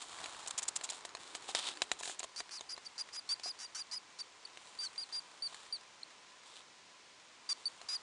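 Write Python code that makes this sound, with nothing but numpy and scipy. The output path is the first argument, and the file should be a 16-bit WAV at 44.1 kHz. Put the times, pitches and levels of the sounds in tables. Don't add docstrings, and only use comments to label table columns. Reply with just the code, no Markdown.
import sys
import numpy as np
from scipy import signal
from scipy.fft import rfft, irfft
from scipy.io import wavfile
from scipy.ndimage import uniform_filter1d

SR = 44100
rng = np.random.default_rng(int(sys.argv[2]) if len(sys.argv) > 2 else 0)


def master(y):
    cut = np.clip(np.atleast_2d(y).T, -1, 1)
    pcm = np.round(cut * 32767)
    wavfile.write(sys.argv[1], SR, pcm.astype(np.int16))


def natural_amplitude(level_db):
    exponent = np.asarray(level_db, float) / 20
    return 10 ** exponent


N = 353682
T = np.arange(N) / SR

# [f/Hz, relative density level/dB]
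HISS = [(30, -25.5), (140, -12.5), (400, -6), (800, -7), (1400, -7.5), (2200, -5), (4500, -7.5),
        (7000, -10.5), (10500, -22.5)]
# [f/Hz, width/Hz, level/dB]
WHIRR = [(1015, 40, -72)]
# [t/s, level/dB]
HUM = [(0, -73.5), (1.1, -71.5), (1.3, -68), (1.75, -64), (2.3, -77), (3.2, -87)]
# [f/Hz, width/Hz]
PAPER = [(1000, 650), (3500, 1300), (7100, 1800)]
# [t/s, level of the low resonance/dB, tilt from one resonance to the next/dB]
RUSTLE = [(0, -59.5, -0.5), (.2, -52, -3.5), (.45, -55.5, -3), (.7, -56.5, -12), (.95, -57.5, -1.5),
          (1.1, -60, -25), (1.75, -59, -4), (2.3, -66, -7), (3.5, -65, -6), (4.3, -68, -14),
          (4.65, -63.5, -2), (5.3, -63.5, -5), (7.1, -73, -33), (7.6, -64.5, -2.5), (8.02, -61, -8.5)]
# [start t/s, nominal length/s, middle level/dB, high level/dB]
SCUFFS = [(0.014, 0.015, -49, -50), (0.473, 0.012, -59, -41), (0.505, 0.0056, -45, -41.5),
          (0.576, 0.018, -46.5, -35), (0.626, 0.011, -44, -33.5), (0.679, 0.0093, -43.5, -30.5),
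          (0.757, 0.012, -46.5, -31), (0.834, 0.02, -45, -39.5), (0.897, 0.012, -46, -35.5),
          (0.923, 0.083, -64, -62), (1.047, 0.011, -59, -46.5), (1.187, 0.24, -60, -63.5),
          (1.345, 0.022, -56, -50), (1.416, 0.21, -62, -62.5), (1.479, 0.035, -46.5, -52),
          (1.547, 0.067, -41, -51), (1.613, 0.12, -45, -59), (1.655, 0.045, -50.5, -60),
          (1.987, 0.023, -58, -50), (2.023, .12, -51.5, -47.5), (2.191, 0.0074, -52, -39),
          (2.234, 0.013, -47.5, -46), (5.46, 0.26, -61.5, -67), (6.446, 0.15, -62, -70),
          (6.551, 0.067, -58.5, -70)]
# [t/s, peak level of the sheet modes/dB, level of the low part/dB]
SNAPS = [(0.4628, -32.5, -41.5), (0.6218, -32.5, -45), (0.8118, -32, -42.5), (0.8907, -27.5, -43.5),
         (0.922, -33, -45.5), (1.051, -26, -38), (1.1504, -28.5, -35), (1.3508, -24.5, -41),
         (1.49, -52, -32), (1.5496, -14.5, -27), (1.8194, -13.5, -27.5), (1.916, -15, -24.5),
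         (2.0095, -35, -35.5), (2.0334, -28, -57), (2.056, -29, -47), (2.0764, -31, -40),
         (2.0965, -29.5, -40.5), (2.2039, -30.5, -42.5), (2.2308, -29, -37.5), (2.2436, -44, -34),
         (2.4039, -25.5, -40), (2.408, -45, -39), (2.4928, -37.5, -55), (2.5939, -39, -56),
         (2.609, -28.5, -38.5), (2.765, -40, -52), (2.7779, -34.5, -38), (3.0885, -38.5, -58),
         (3.3973, -34.5, -47.5), (3.4594, -42, -35), (4.573, -34, -50), (4.9597, -39.5, -65),
         (5.526, -47, -41.5), (5.545, -34, -54), (7.815, -35, -43)]
# [f/Hz, relative level/dB, t60/s]
SHEET_MODES = [(1815, 8, 0.0088), (2560, 12.5, 0.0034), (4020, 6.5, 0.026), (4770, 11.5, 0.0049),
               (7020, 5.5, 0.019), (9400, -23, .008)]
# [f/Hz, relative level/dB, t60/s]
KNOCK_MODES = [(422, -20.5, 0.11), (732, -2, 0.037), (1037, 5, 0.012)]
# [start t/s, length/s, first f/Hz, top f/Hz, last f/Hz, top level/dB, swell up to it/dB]
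SQUEAKS = [(2.363, 0.047, 4504, 4810, 4450, -43, 1), (2.513, 0.076, 4530, 4960, 4150, -47, 1),
           (2.692, 0.053, 4880, 4957, 4600, -43, 4.5), (2.853, 0.022, 4690, 4690, 4550, -41.5, 17),
           (2.98, 0.041, 4724, 4790, 4590, -38, 6), (3.127, .07, 4853, 4956, 4560, -43.5, 9),
           (3.291, 0.05, 4540, 4686, 4490, -33, 4.5), (3.436, 0.079, 4773, 4955, 4510, -40.5, 1),
           (3.585, 0.08, 4630, 4750, 4510, -46, 13), (3.751, 0.072, 4300, 4873, 4470, -41.5, 13),
           (3.913, 0.069, 4735, 5050, 4610, -39.5, 7), (4.191, 0.03, 4640, 4670, 4400, -39, 6),
           (4.452, 0.0059, 4700, 4570, 4570, -42, 1), (4.789, 0.085, 4740, 4650, 4040, -42.5, -1),
           (4.98, .06, 4720, 4786, 4180, -44, -4), (5.126, 0.069, 4770, 4740, 4640, -39.5, 1.5),
           (5.423, 0.053, 4640, 4700, 4210, -39.5, -2), (5.726, 0.043, 4840, 4680, 3920, -45, -8.5),
           (6.032, 0.0019, 4240, 4350, 4230, -36.5, 8), (7.4912, 0.038, 4900, 4605, 4360, -33.5, 4.5),
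           (7.656, 0.025, 4714, 4595, 4480, -35, -4), (7.888, 0.08, 4830, 4970, 4480, -39, -1.5)]
# [start t/s, end t/s, cycles from clap to clap, unevenness 0-1, clap level before the rasp gain/dB]
RASPS = [(2.361, 2.402, 7, .4, -46.5), (2.51, 2.574, 11, .25, -50), (2.695, 2.728, 9, .35, -50),
         (2.849, 2.865, 9, .3, -53.5), (2.981, 3.012, 7, .4, -47), (3.132, 3.17, 8, .4, -48.5),
         (3.291, 3.33, 4, .14, -45), (3.433, 3.494, 7, .35, -48), (3.59, 3.635, 8, .3, -49),
         (3.635, 3.652, 5, .05, -50), (3.748, 3.77, 3, .12, -44), (3.77, 3.808, 5, .2, -47.5),
         (3.914, 3.934, 8, .25, -49), (3.934, 3.948, 5, 0, -45), (3.952, 3.963, 9, .3, -52),
         (4.188, 4.21, 9, .35, -52.5), (4.803, 4.834, 4, .12, -52), (4.834, 4.852, 3, 0, -46),
         (4.852, 4.862, 4, .1, -51.5), (4.998, 5.018, 5, .5, -57), (5.127, 5.172, 5, .5, -54),
         (7.492, 7.514, 4, .22, -43.5), (7.514, 7.53, 4, 0, -44.5), (7.886, 7.955, 5, .22, -47)]
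# [f/Hz, width/Hz, relative level/dB]
THROAT = [(1350, 1100, -8), (2900, 1200, -14), (5600, 1000, 1), (7500, 1500, -11), (10000, 1600, -10)]

HISS_DB = -60.5
THUMP_HZ, THUMP_T60_S, THUMP_DB = 51.4, 0.11, -36.5
SMALL_WAIT_S, SMALL_DB, SMALL_SCATTER_DB, SMALL_LOW_DB = .06, 15, 2.5, -20.5
OCTAVE_DB = -16.5
FALL_HZ_PER_S, FALL_BEND, RISE_BEND = 26000, 2.4, .6
FADE_S, FADE_DB = .007, -3
WAVER, WAVER_DB, WAVER_PER_S = .008, 1.2, 70
CHOKE_DB_PER_CYCLE = -.5
RASP_GAIN_DB = 9.5
TYPICAL_HZ = 4700


def level(x, db):
    return x * natural_amplitude(db) / np.sqrt(np.mean(x ** 2))


def band(x, hz, width):
    return signal.lfilter(*signal.iirpeak(hz, hz / width, fs=SR), x)


def clicks(at_s, size):
    at = np.asarray(at_s)[:, None] * SR
    index = np.clip(np.floor(at) + np.arange(-5, 7), 0, N - 1)
    pulse = np.sinc(index - at) * np.sinc((index - at) / 6)
    out = np.zeros(N)
    np.add.at(out, index.astype(int), np.asarray(size)[:, None] * pulse)
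    return out


def gate(start, end, rise, fall):
    span = slice(int(start * SR), min(int((end + fall) * SR), N))
    ramps = np.minimum((T[span] - start) / rise, (end + fall - T[span]) / fall)
    return span, np.clip(ramps, 0, 1)


def ring(modes):
    t = T[:SR // 20]
    y = sum(natural_amplitude(db) * np.sin(2 * np.pi * hz * t) * natural_amplitude(-60 * t / t60) for hz, db, t60 in modes)
    return y / np.abs(y).max()


def crackle(rate, scatter_db):
    size_db = np.minimum(scatter_db * rng.exponential(size=N), 4 * scatter_db)
    slips = (rng.random(N) < rate / SR) * rng.choice([-1, 1], N) * natural_amplitude(size_db)
    return level(level(slips, 0) + .45 * rng.standard_normal(N), 0)


def walk(rate):
    k = int(SR / rate)
    steps = np.repeat(rng.standard_normal(N // k + 1), k)
    return 1.3 * uniform_filter1d(uniform_filter1d(steps, k), k)[:N]


def camera():
    hz, db = np.transpose(HISS)
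    bins_hz = np.arange(N // 2 + 1) * SR / N
    colour = natural_amplitude(np.interp(np.log(bins_hz + 1), np.log(hz), db))
    hiss = level(irfft(rfft(rng.standard_normal(N)) * colour, N), HISS_DB)
    whirr = sum(level(band(rng.standard_normal(N), f, w), db) for f, w, db in WHIRR)
    return hiss + whirr


def rumble():
    s, rustle_db = np.transpose(RUSTLE)[:2]
    shake = level(band(crackle(44, 1.7), 110, 200), -19.0) * natural_amplitude(np.interp(T, s, rustle_db))
    hum = level(band(band(rng.standard_normal(N), 345, 150), 374, 280), 0)
    hum = hum * natural_amplitude(np.interp(T, *np.transpose(HUM)))
    s, _, low_db = np.transpose(SNAPS)
    blows = clicks(s, natural_amplitude(low_db + THUMP_DB))
    thumps = signal.fftconvolve(blows, ring([(THUMP_HZ, 0, THUMP_T60_S)]))[:N]
    return shake + thumps + hum


def paper():
    shared = crackle(700, 3.5)
    slips = [crackle(2500, 3) + 1.1 * shared for _ in PAPER]
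    bands = []
    for x, (f, w) in zip(slips, PAPER):
        peak = band(band(x, f, w), f, 2 * w)
        skirt = 0.64 * band(x, 0.86 * f, 2.77 * w)
        bands.append(level(peak + skirt, 0))
    s, db, tilt_db = np.transpose(RUSTLE)
    gain = [natural_amplitude(np.interp(T, s, db + k * tilt_db)) for k in range(len(PAPER))]
    for start, length, middle_db, high_db in SCUFFS:
        span, env = gate(start, start + 0.6 * length, 0.0039 + 0.045 * length, 0.47 * length + 0.0055)
        for g, scuff_db in zip(gain, (middle_db - 10.0, middle_db, high_db)):
            g[span] += natural_amplitude(scuff_db) * env
    return sum(g * x for g, x in zip(gain, bands))


def small_snaps():
    chance = rng.exponential(size=(int(T[-1] / SMALL_WAIT_S), 2))
    at = np.cumsum(SMALL_WAIT_S * chance[:, 0])
    rustle_db = np.interp(at, *np.transpose(RUSTLE)[:2])
    db = rustle_db + SMALL_DB + SMALL_SCATTER_DB * chance[:, 1]
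    return list(np.transpose([at, db, db + SMALL_LOW_DB])[at < T[-1]])


def vary(modes, mix):
    return [(hz * (1 + .04 * a), db + 4 * b, t60) for (hz, db, t60), (a, b) in zip(modes, mix)]


def snaps():
    out = np.zeros(N + SR // 20)
    t = T[:SR // 20]
    for s, peak_db, low_db in SNAPS + small_snaps():
        mix = rng.standard_normal((8, 2))
        noise = rng.standard_normal(len(t))
        crack = band(noise, 2300, 2500) * natural_amplitude(-4.0 - 2900 * t)
        rattle = band(noise, *PAPER[1]) + band(noise, *PAPER[2])
        rattle = rattle * natural_amplitude(-28.0 - 120 * t) * np.clip((.026 - t) / 0.0064, 0, 1)
        sheet = ring(vary(SHEET_MODES, mix)) + crack + rattle
        knock = ring(vary(KNOCK_MODES, mix))
        out[int(s * SR):][:len(t)] += natural_amplitude(peak_db) * sheet + natural_amplitude(low_db) * knock
    return out[:N]


def squeak(start, length, first_hz, top_hz, last_hz, db, swell_db):
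    span, env = gate(start - .001, start + length, 0.00098, .002)
    t = T[span] - start
    fall = min(abs(top_hz - last_hz) / FALL_HZ_PER_S, .7 * length)
    rise = np.clip(t / (length - fall), 0, 1) ** RISE_BEND
    drop = np.clip((t - length) / fall + 1, 0, 1) ** FALL_BEND
    hz = first_hz + (top_hz - first_hz) * rise + (last_hz - top_hz) * drop
    hz *= 1 - .08 * np.exp(-(t + .001) / .002)
    fade = min(FADE_S, length / 2)
    tone_db = np.interp(t, [0, length - fade, length], [db - swell_db, db, db + FADE_DB])
    return span, hz, np.sqrt(2) * env * natural_amplitude(tone_db)


def clap_beats(start, end, every, uneven, chance, cycles):
    drift = np.clip(1.5 * uniform_filter1d(chance, size=2), -1.5, 1.5)
    elapsed = np.arange(len(drift)) * every / (TYPICAL_HZ * (end - start))
    drift += np.maximum(1 - 2 * elapsed, -1)
    gaps = np.maximum(np.round(every * np.exp(uneven * drift)), 2)
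    return np.round(np.interp(start, T, cycles)) + np.cumsum(gaps) - gaps[0]


def throat(claps):
    breath = .08 * rng.standard_normal(N) * signal.lfilter([1], [1, -.95], np.abs(claps))
    source = claps + breath
    return -sum((-1) ** k * natural_amplitude(db) * band(band(source, f, w), f, 2 * w)
                for k, (f, w, db) in enumerate(THROAT))


def pups():
    hz, tone, octave = np.full(N, float(TYPICAL_HZ)), np.zeros(N), np.zeros(N)
    for row in SQUEAKS:
        span, pitch, size = squeak(*row)
        hz[span], tone[span], octave[span] = pitch, size, size * natural_amplitude(OCTAVE_DB)
    cycles = np.cumsum(hz * (1 + WAVER * walk(WAVER_PER_S))) / SR
    claps, swell = np.zeros(N), np.ones(N)
    for start, end, every, uneven, db in RASPS:
        chance = rng.standard_normal((128, 2))
        beats = clap_beats(start, end, every, uneven, chance[:, 0], cycles)
        at = np.interp(beats, cycles, T)
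        size = natural_amplitude(db + 4 * uneven * chance[:, 1]) * np.sqrt(SR * every / TYPICAL_HZ)
        claps += clicks(at[at < end], size[at < end])
        span = slice(int(start * SR), int(end * SR))
        depth = np.clip(.16 * (every - 2.5), .2, .9) * (1 - .5 * (T[span] - start) / (end - start))
        clap_phase = 2 * np.pi * np.interp(cycles[span], beats, np.arange(len(beats)))
        swell[span] = 1 + depth * np.cos(clap_phase)
        swell[span] *= natural_amplitude(CHOKE_DB_PER_CYCLE * every)
        octave[span] *= natural_amplitude(-3)
    rasp = throat(claps)
    phase = 2 * np.pi * cycles
    whistle = tone * np.sin(phase) + octave * np.sin(2 * phase)
    return swell * natural_amplitude(WAVER_DB * walk(WAVER_PER_S)) * whistle + natural_amplitude(RASP_GAIN_DB) * rasp


def scene():
    nest = pups() + paper() + snaps()
    nest = signal.sosfilt(signal.butter(2, 380, "high", fs=SR, output="sos"), nest)
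    t = T[:SR // 3]
    walls = rng.standard_normal(len(t)) * natural_amplitude(-60 * t / .28) * np.clip((t - .004) / .03, 0, 1)
    echo = signal.fftconvolve(nest, walls / np.sqrt(np.sum(walls ** 2)))[:N]
    return (nest + natural_amplitude(-29.5) * echo + rumble() + camera())[None]


def roll_off(x):
    return signal.sosfilt(signal.butter(12, 12490, fs=SR, output="sos"), x)


def record(dry):
    direct = signal.sosfilt(signal.cheby2(11, 46, 11000, fs=SR, output="sos"), dry)
    flipped = dry * (-1.) ** np.arange(N)
    mirror = signal.sosfilt(signal.butter(3, [11350, 12100], "band", fs=SR, output="sos"), flipped)
    mix = direct + natural_amplitude(-25.0) * mirror
    return roll_off(mix)


dry = scene()
out = record(dry)
master(out)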